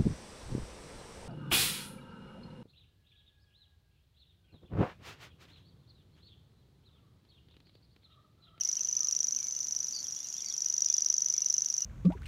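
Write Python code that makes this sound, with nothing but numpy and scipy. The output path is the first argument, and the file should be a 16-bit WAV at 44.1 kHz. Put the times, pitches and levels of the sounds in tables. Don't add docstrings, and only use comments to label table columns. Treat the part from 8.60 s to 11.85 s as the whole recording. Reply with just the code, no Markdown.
import sys
import numpy as np
from scipy import signal
from scipy.fft import rfft, irfft
from scipy.io import wavfile
from scipy.ndimage import uniform_filter1d, map_coordinates

SR = 44100
rng = np.random.default_rng(int(sys.argv[2]) if len(sys.argv) > 2 else 0)


def materialize(psi):
    bounded = np.clip(np.atleast_2d(psi).T, -1, 1)
    quanta = np.round(bounded * 32767).astype(np.int16)
    wavfile.write(sys.argv[1], SR, quanta)


N = 143325


def undb(db):
    return 10 ** (np.asarray(db) / 20)


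def add(out, start, sound):
    i = int(round(start * SR))
    a, b = max(i, 0), min(i + len(sound), N)
    if b > a:
        out[a:b] += sound[a - i:b - i]


def turn(hz):
    return 2 * np.pi * np.cumsum(hz) / SR


def walk(rate):
    k = int(SR / rate)
    steps = np.repeat(rng.standard_normal(64), k)[:N]
    return uniform_filter1d(uniform_filter1d(steps, k), k)


def waver(rate, size):
    return np.interp(np.arange(size) * rate / SR, np.arange(64), rng.standard_normal(64))


def shape(points):
    hz, points = np.maximum(np.fft.rfftfreq(N, 1 / SR), 1), np.array(points)
    return undb(np.interp(np.log(hz), np.log(points[:, 0]), points[:, 1]))


def scatter(x, t60):
    t = np.arange(SR // 2) / SR
    decay = np.exp(-np.log(1000) * t / t60)
    tail = rng.standard_normal(len(t)) * decay * np.minimum(t / 0.0074, 1)
    return signal.fftconvolve(x, tail / np.linalg.norm(tail))[:N]


# f/Hz, relative level/dB per Hz
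HUSH_SPECTRUM = [(20, -35), (35, -5), (55, -4), (140, 1), (260, -3), (420, -8.5), (900, -8), (2000, -9),
                 (3000, -9.5), (5000, -6), (8000, -12), (11000, -12.5), (13500, -18), (16000, -29)]
# t/s, relative level/dB
RUMBLE_COURSE = [(0, -2), (.6, 2.5), (1.4, 3), (2.1, -1.5), (3.25, -0.5)]
HUSH_DB, RUMBLE_HZ, RUMBLE_SWELL_DB = -59, 250, -0.75


def hush():
    spectrum = rfft(rng.standard_normal(N)) * shape(HUSH_SPECTRUM)
    low = 1 / (1 + (np.fft.rfftfreq(N, 1 / SR) / RUMBLE_HZ) ** 2)
    swell_db = np.interp(np.arange(N) / SR, *np.array(RUMBLE_COURSE).T) + RUMBLE_SWELL_DB * walk(9.1)
    hiss = irfft(spectrum * (1 - low), N)
    rumble = irfft(spectrum * low, N) * undb(swell_db)
    air = hiss + rumble
    return undb(HUSH_DB) * air / air.std()


CLICK_HZ, CLICK_WIDTH_S = 3210, 0.00026


def click():
    t = np.arange(-64, 65) / SR
    packet = np.exp(-.5 * (t / CLICK_WIDTH_S) ** 2)
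    return packet * np.sin(2 * np.pi * CLICK_HZ * t + rng.uniform(0, 2 * np.pi))


def voice(hz, octave_db, rasp_db):
    phase = turn(hz) + rng.uniform(0, 2 * np.pi)
    octave = undb(octave_db) * np.sin(2 * phase)
    rasp = undb(rasp_db) * rng.standard_normal(len(hz))
    return np.sin(phase) + octave + rasp


TICK_WIDTH_S, TICK_HZ, TICK_SWEEP_HZ, TICK_SWEEP_S = 0.00034, 6048, 1540, 0.000812
TICK_OCTAVE_DB, TICK_RASP_DB = -27.5, -23
SQUEAK_HZ, SQUEAK_DB, SQUEAK_RISE_S, SQUEAK_WAVER_HZ, SQUEAK_WAVERS_PER_S = 6512, -19, 0.0022, 303, 1180


def tick(stretch):
    t = np.arange(-64, SR // 90) / SR
    rise = 1 - np.exp(-t / (TICK_SWEEP_S * stretch))
    sweep_hz = np.maximum(TICK_HZ + TICK_SWEEP_HZ * rise, 2500)
    packet = np.exp(-.5 * (t / (TICK_WIDTH_S * stretch)) ** 2)
    sweep = packet * voice(sweep_hz, TICK_OCTAVE_DB, TICK_RASP_DB)
    age = np.maximum(t, 0) / SQUEAK_RISE_S
    squeak_hz = SQUEAK_HZ + SQUEAK_WAVER_HZ * waver(SQUEAK_WAVERS_PER_S, size=len(t))
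    squeak = age * np.exp(1 - age) * voice(squeak_hz, TICK_OCTAVE_DB, TICK_RASP_DB)
    return -t[0], sweep + undb(SQUEAK_DB) * squeak


NOTE_TOP_HZ, NOTE_TOP_S, NOTE_SCOOP_HZ, NOTE_SCOOP_S = 66.6, 0.0018, 402, 0.00051
NOTE_MOST_SAG_HZ, NOTE_GLIDE_HZ_PER_S = 500, 98000
NOTE_ATTACK_S, NOTE_CREST_S, NOTE_FALL_S, NOTE_RASP_DB = 0.00073, .002, 0.0025, -48
FLICK_S, FLICK_WIDTH_S = 0.0062, 0.0012


def note(pitch_hz, octave_db, stretch, flick_db):
    t = np.arange(SR // 80) / SR
    scoop_hz = NOTE_SCOOP_HZ * np.exp(-t / NOTE_SCOOP_S)
    sag_hz = np.clip(NOTE_GLIDE_HZ_PER_S * (t - NOTE_TOP_S * stretch), 0, NOTE_MOST_SAG_HZ)
    hz = pitch_hz + NOTE_TOP_HZ - scoop_hz - sag_hz
    attack = np.sin(np.pi / 2 * np.minimum(t / NOTE_ATTACK_S, 1)) ** 2
    crest = np.exp(-((t - NOTE_CREST_S * stretch) / (NOTE_FALL_S * stretch)) ** 2)
    flick = undb(flick_db) * np.exp(-((t - FLICK_S * stretch) / FLICK_WIDTH_S) ** 2)
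    return attack * (crest + flick) * voice(hz, octave_db, NOTE_RASP_DB)


# pair number, tick t/s
PAIR_TIMES = [(-1, -.0035), (19, .789), (23, .9507), (37, 1.5093), (41, 1.6705), (42, 1.6872), (49, 1.9659),
              (60, 2.4074), (69, 2.7659), (74, 2.9672), (81, 3.2467)]
# t/s, note level/dB, tick level/dB, note f/Hz
HEAD_TURNS = [(0, -20, -21.5, 5940), (.22, -22, -23.5, 6024), (.53, -18, -20, 5957), (.76, -22, -22, 6023),
              (.95, -27, -25, 6040), (1.15, -22, -23.5, 5900), (1.38, -32, -28.5, 5920),
              (1.46, -25, -25.5, 5860), (1.64, -35.5, -31, 5890), (1.71, -30, -27, 5830),
              (1.79, -31, -25.5, 5840), (1.95, -23, -24, 5896), (2.13, -19, -21, 5940),
              (2.28, -15.5, -18.5, 6020), (2.62, -19.5, -21.5, 6013), (2.91, -17, -21, 6010),
              (3.23, -22, -24, 5983)]
# f/Hz, level/dB
BILL_COLOUR = [(1000, -25), (3000, -2.5), (6000, 0.5), (7200, 1), (7900, -1), (9300, 6), (11000, -7.5),
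               (11900, -1.5), (12600, -10), (13200, 2.5), (14500, -13)]
NOTE_LAG_S, CLICK_LEAD_S, CLICK_DB = .0126, .0047, -24.5
NOTE_OCTAVE_DB, OCTAVE_HOLD, USUAL_NOTE_DB = -30, 0.6, -17.5
JITTER_S, SCATTER_DB, SCATTER_HZ, SCATTER_LENGTH = 0.00016, 0.7, 32, .08
FLICK_DB, FLICK_SCATTER_DB, CLICK_SCATTER_DB = -7, 2.2, 3


def warbler():
    out, beat, effort = np.zeros(N), np.array(PAIR_TIMES), np.array(HEAD_TURNS)
    times = np.interp(np.arange(beat[0, 0], beat[-1, 0] + 1), *beat.T)
    rooms = np.diff(times, append=np.inf)
    for at, room, luck in zip(times, rooms, rng.standard_normal((len(times), 9))):
        note_db, tick_db, hz = (np.interp(at, effort[:, 0], col) for col in effort.T[1:])
        lead, sound = tick(np.exp(SCATTER_LENGTH * luck[6]))
        add(out, at - lead + JITTER_S * luck[0], undb(tick_db + SCATTER_DB * luck[1]) * sound)
        click_db = tick_db + CLICK_DB + CLICK_SCATTER_DB * luck[5]
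        add(out, at - lead - CLICK_LEAD_S, undb(click_db) * click())
        if room > 2 * NOTE_LAG_S:
            octave_db = NOTE_OCTAVE_DB + OCTAVE_HOLD * (USUAL_NOTE_DB - note_db)
            stretch, flick_db = np.exp(SCATTER_LENGTH * luck[7]), FLICK_DB + FLICK_SCATTER_DB * luck[8]
            sound = note(hz + SCATTER_HZ * luck[4], octave_db, stretch, flick_db)
            add(out, at + NOTE_LAG_S + JITTER_S * luck[2], undb(note_db + SCATTER_DB * luck[3]) * sound)
    return irfft(rfft(out) * shape(BILL_COLOUR), N)


# delay t/s, level/dB
STEM_ECHOES = [(.0019, -14.5), (.0048, -22), (.0158, -20.5)]
# f/Hz, level/dB
REED_COLOUR = [(5200, -1.5), (5900, 1.5), (6600, 3), (7400, 2), (12000, -2)]
SWAY_S, SWAYS_PER_S = 0.00017, 2.035
REEDS_DB, REEDS_T60_S, FIELD_DB, FIELD_T60_S = -15.5, 0.089, -18, 0.54
WASH_HOLD = 0.71


def reeds(song):
    note_db = np.interp(np.arange(N) / SR, *np.array(HEAD_TURNS).T[:2])
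    all_round = song * undb(WASH_HOLD * (USUAL_NOTE_DB - note_db))
    all_round = irfft(rfft(all_round) * shape(REED_COLOUR), N)
    out = song + undb(FIELD_DB) * scatter(all_round, FIELD_T60_S)
    for delay, db in STEM_ECHOES:
        path_s = delay + SWAY_S * walk(SWAYS_PER_S)
        out = out + undb(db) * map_coordinates(all_round, [np.arange(N) - path_s * SR], order=3)
    for share in np.sin(np.pi * (np.arange(N) / N + np.arange(4)[:, None] / 4)):
        out = out + undb(REEDS_DB) * share * scatter(all_round, REEDS_T60_S) / np.sqrt(2)
    return out


FAR_ALL_ECHO_DB, FAR_T60_S = -69.5, 0.17


def distant(call, db):
    echo = undb((db + FAR_ALL_ECHO_DB) / 2) * scatter(call, FAR_T60_S)
    return echo + undb(db) * np.pad(call, (0, len(echo) - len(call)))


WAVER_HZ, WAVER_DB, WAVERS_PER_S = 35, 1, 168


def whistle(length, start_hz, mid_hz, end_hz):
    u = np.linspace(0, 1, int(length * SR))
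    glide_hz = np.polyval(np.polyfit([0, .5, 1], [start_hz, mid_hz, end_hz], 2), u)
    hz = glide_hz + WAVER_HZ * waver(WAVERS_PER_S, size=len(u))
    level = undb(WAVER_DB * waver(WAVERS_PER_S, size=len(u)))
    return signal.windows.tukey(len(u), .5) * level * np.sin(turn(hz))


# t/s, length t/s, start f/Hz, middle f/Hz, end f/Hz, level/dB
FAR_WHISTLES = [(0, 0.021, 3300, 2870, 2550, -53.5), (0.169, 0.033, 3430, 2900, 2420, -55),
                (.465, 0.032, 3510, 2970, 2560, -64), (0.514, 0.034, 2270, 2870, 3180, -64),
                (0.73, 0.078, 2760, 2990, 3180, -66), (0.772, 0.039, 2850, 2430, 2180, -62.5),
                (1.33, 0.013, 4110, 4800, 4880, -41), (1.334, 0.034, 4970, 4700, 4440, -36),
                (1.446, 0.024, 3570, 3320, 2950, -55.5), (1.547, 0.093, 3150, 3450, 3650, -58.5),
                (1.637, 0.03, 3600, 4040, 4330, -57), (1.64, 0.031, 3200, 2840, 2650, -60.5),
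                (1.74, 0.061, 3110, 3430, 3690, -57.5), (1.785, .032, 3700, 3410, 2830, -53),
                (2.06, 0.041, 2850, 3000, 3030, -67), (1.89, 0.072, 3085, 3400, 2970, -58),
                (2.261, 0.0303, 5560, 5100, 5050, -43.5), (2.288, 0.034, 3490, 3500, 3520, -53.5),
                (2.348, 0.037, 3440, 3450, 3440, -57), (2.328, 0.033, 4950, 5000, 5100, -49),
                (2.731, 0.076, 3410, 3460, 3330, -62), (2.81, 0.038, 2800, 2800, 2740, -63.5),
                (2.943, 0.043, 3060, 2900, 2870, -65), (3.188, 0.054, 3050, 2880, 2850, -60),
                (3.19, 0.073, 1376, 1404, 1430, -66.5)]


def far_whistles():
    out = np.zeros(N)
    for at, *glide, db in FAR_WHISTLES:
        add(out, at, distant(whistle(*glide), db))
    return out


CHATTER_HZ, CHATTER_SPREAD_HZ, CHATTER_GLIDE_HZ = 2997, 420, 221
CHATTER_NOTE_S, CHATTER_DB, CHATTER_T60_S = 0.0392, -68, 0.23


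def chatter(count=22):
    out = np.zeros(N)
    for at, (pitch, glide) in zip(rng.uniform(0, N / SR, count), rng.standard_normal((count, 2))):
        hz, glide_hz = CHATTER_HZ + CHATTER_SPREAD_HZ * pitch, CHATTER_GLIDE_HZ * glide
        add(out, at, whistle(CHATTER_NOTE_S, hz - glide_hz, hz, hz + glide_hz))
    return undb(CHATTER_DB) * (out + scatter(out, CHATTER_T60_S))


PIPE_S, PIPE_HZ, PIPE_SAG_HZ_PER_S, PIPE_RISE_S, PIPE_DB = .385, 1250, 440, 0.041, -60.5


def far_pipe():
    t = np.maximum(np.arange(N) / SR - PIPE_S, 0)
    swell = t / PIPE_RISE_S * np.exp(1 - t / PIPE_RISE_S)
    return undb(PIPE_DB) * swell * np.sin(turn(PIPE_HZ - PIPE_SAG_HZ_PER_S * t))


# t/s, length t/s, start f/Hz, end f/Hz, fall within each pulse f/Hz (half the full swing),
# mean pulse rate f/Hz, level/dB, fade level/dB
FAR_TRILLS = [(1.3565, 0.065, 4575, 4500, -170, 135, -37.5, 9),
              (1.853, 0.053, 4740, 4400, 63, 112, -46, -1.5), (1.909, 0.015, 3890, 3400, 98, 200, -48.5, 4),
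              (2.387, 0.044, 5130, 4850, 90, 115, -49, 2), (0.799, 0.1, 2340, 2230, 83, 28, -70, 0),
              (1.802, 0.13, 2280, 2100, 140, 27, -62, 7), (2.718, 0.11, 2320, 2230, 94, 27.5, -66.5, 2)]
TRILL_THROB, TRILL_UNEVEN = 0.62, 0.086


def far_trills():
    out = np.zeros(N)
    for at, length, start_hz, end_hz, depth_hz, rate, db, fade_db in FAR_TRILLS:
        t = np.arange(int(length * SR)) / SR
        beat = turn(rate * (1 + TRILL_UNEVEN * waver(rate, size=len(t))))
        hz = np.linspace(start_hz, end_hz, len(t)) - depth_hz * np.sin(beat)
        fade = undb(-fade_db * t / length) * signal.windows.tukey(len(t), .3)
        throb = 1 + TRILL_THROB * np.cos(beat)
        add(out, at, distant(fade * throb * np.sin(turn(hz)), db))
    return out


def scene():
    far_birds = far_whistles() + chatter() + far_pipe() + far_trills()
    return (hush() + reeds(warbler()) + far_birds)[None]


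TOP_HZ = 15900


def record(dry):
    return signal.sosfilt(signal.ellip(8, .2, 70, TOP_HZ, fs=SR, output="sos"), dry)


dry = scene()
out = record(dry)
materialize(out)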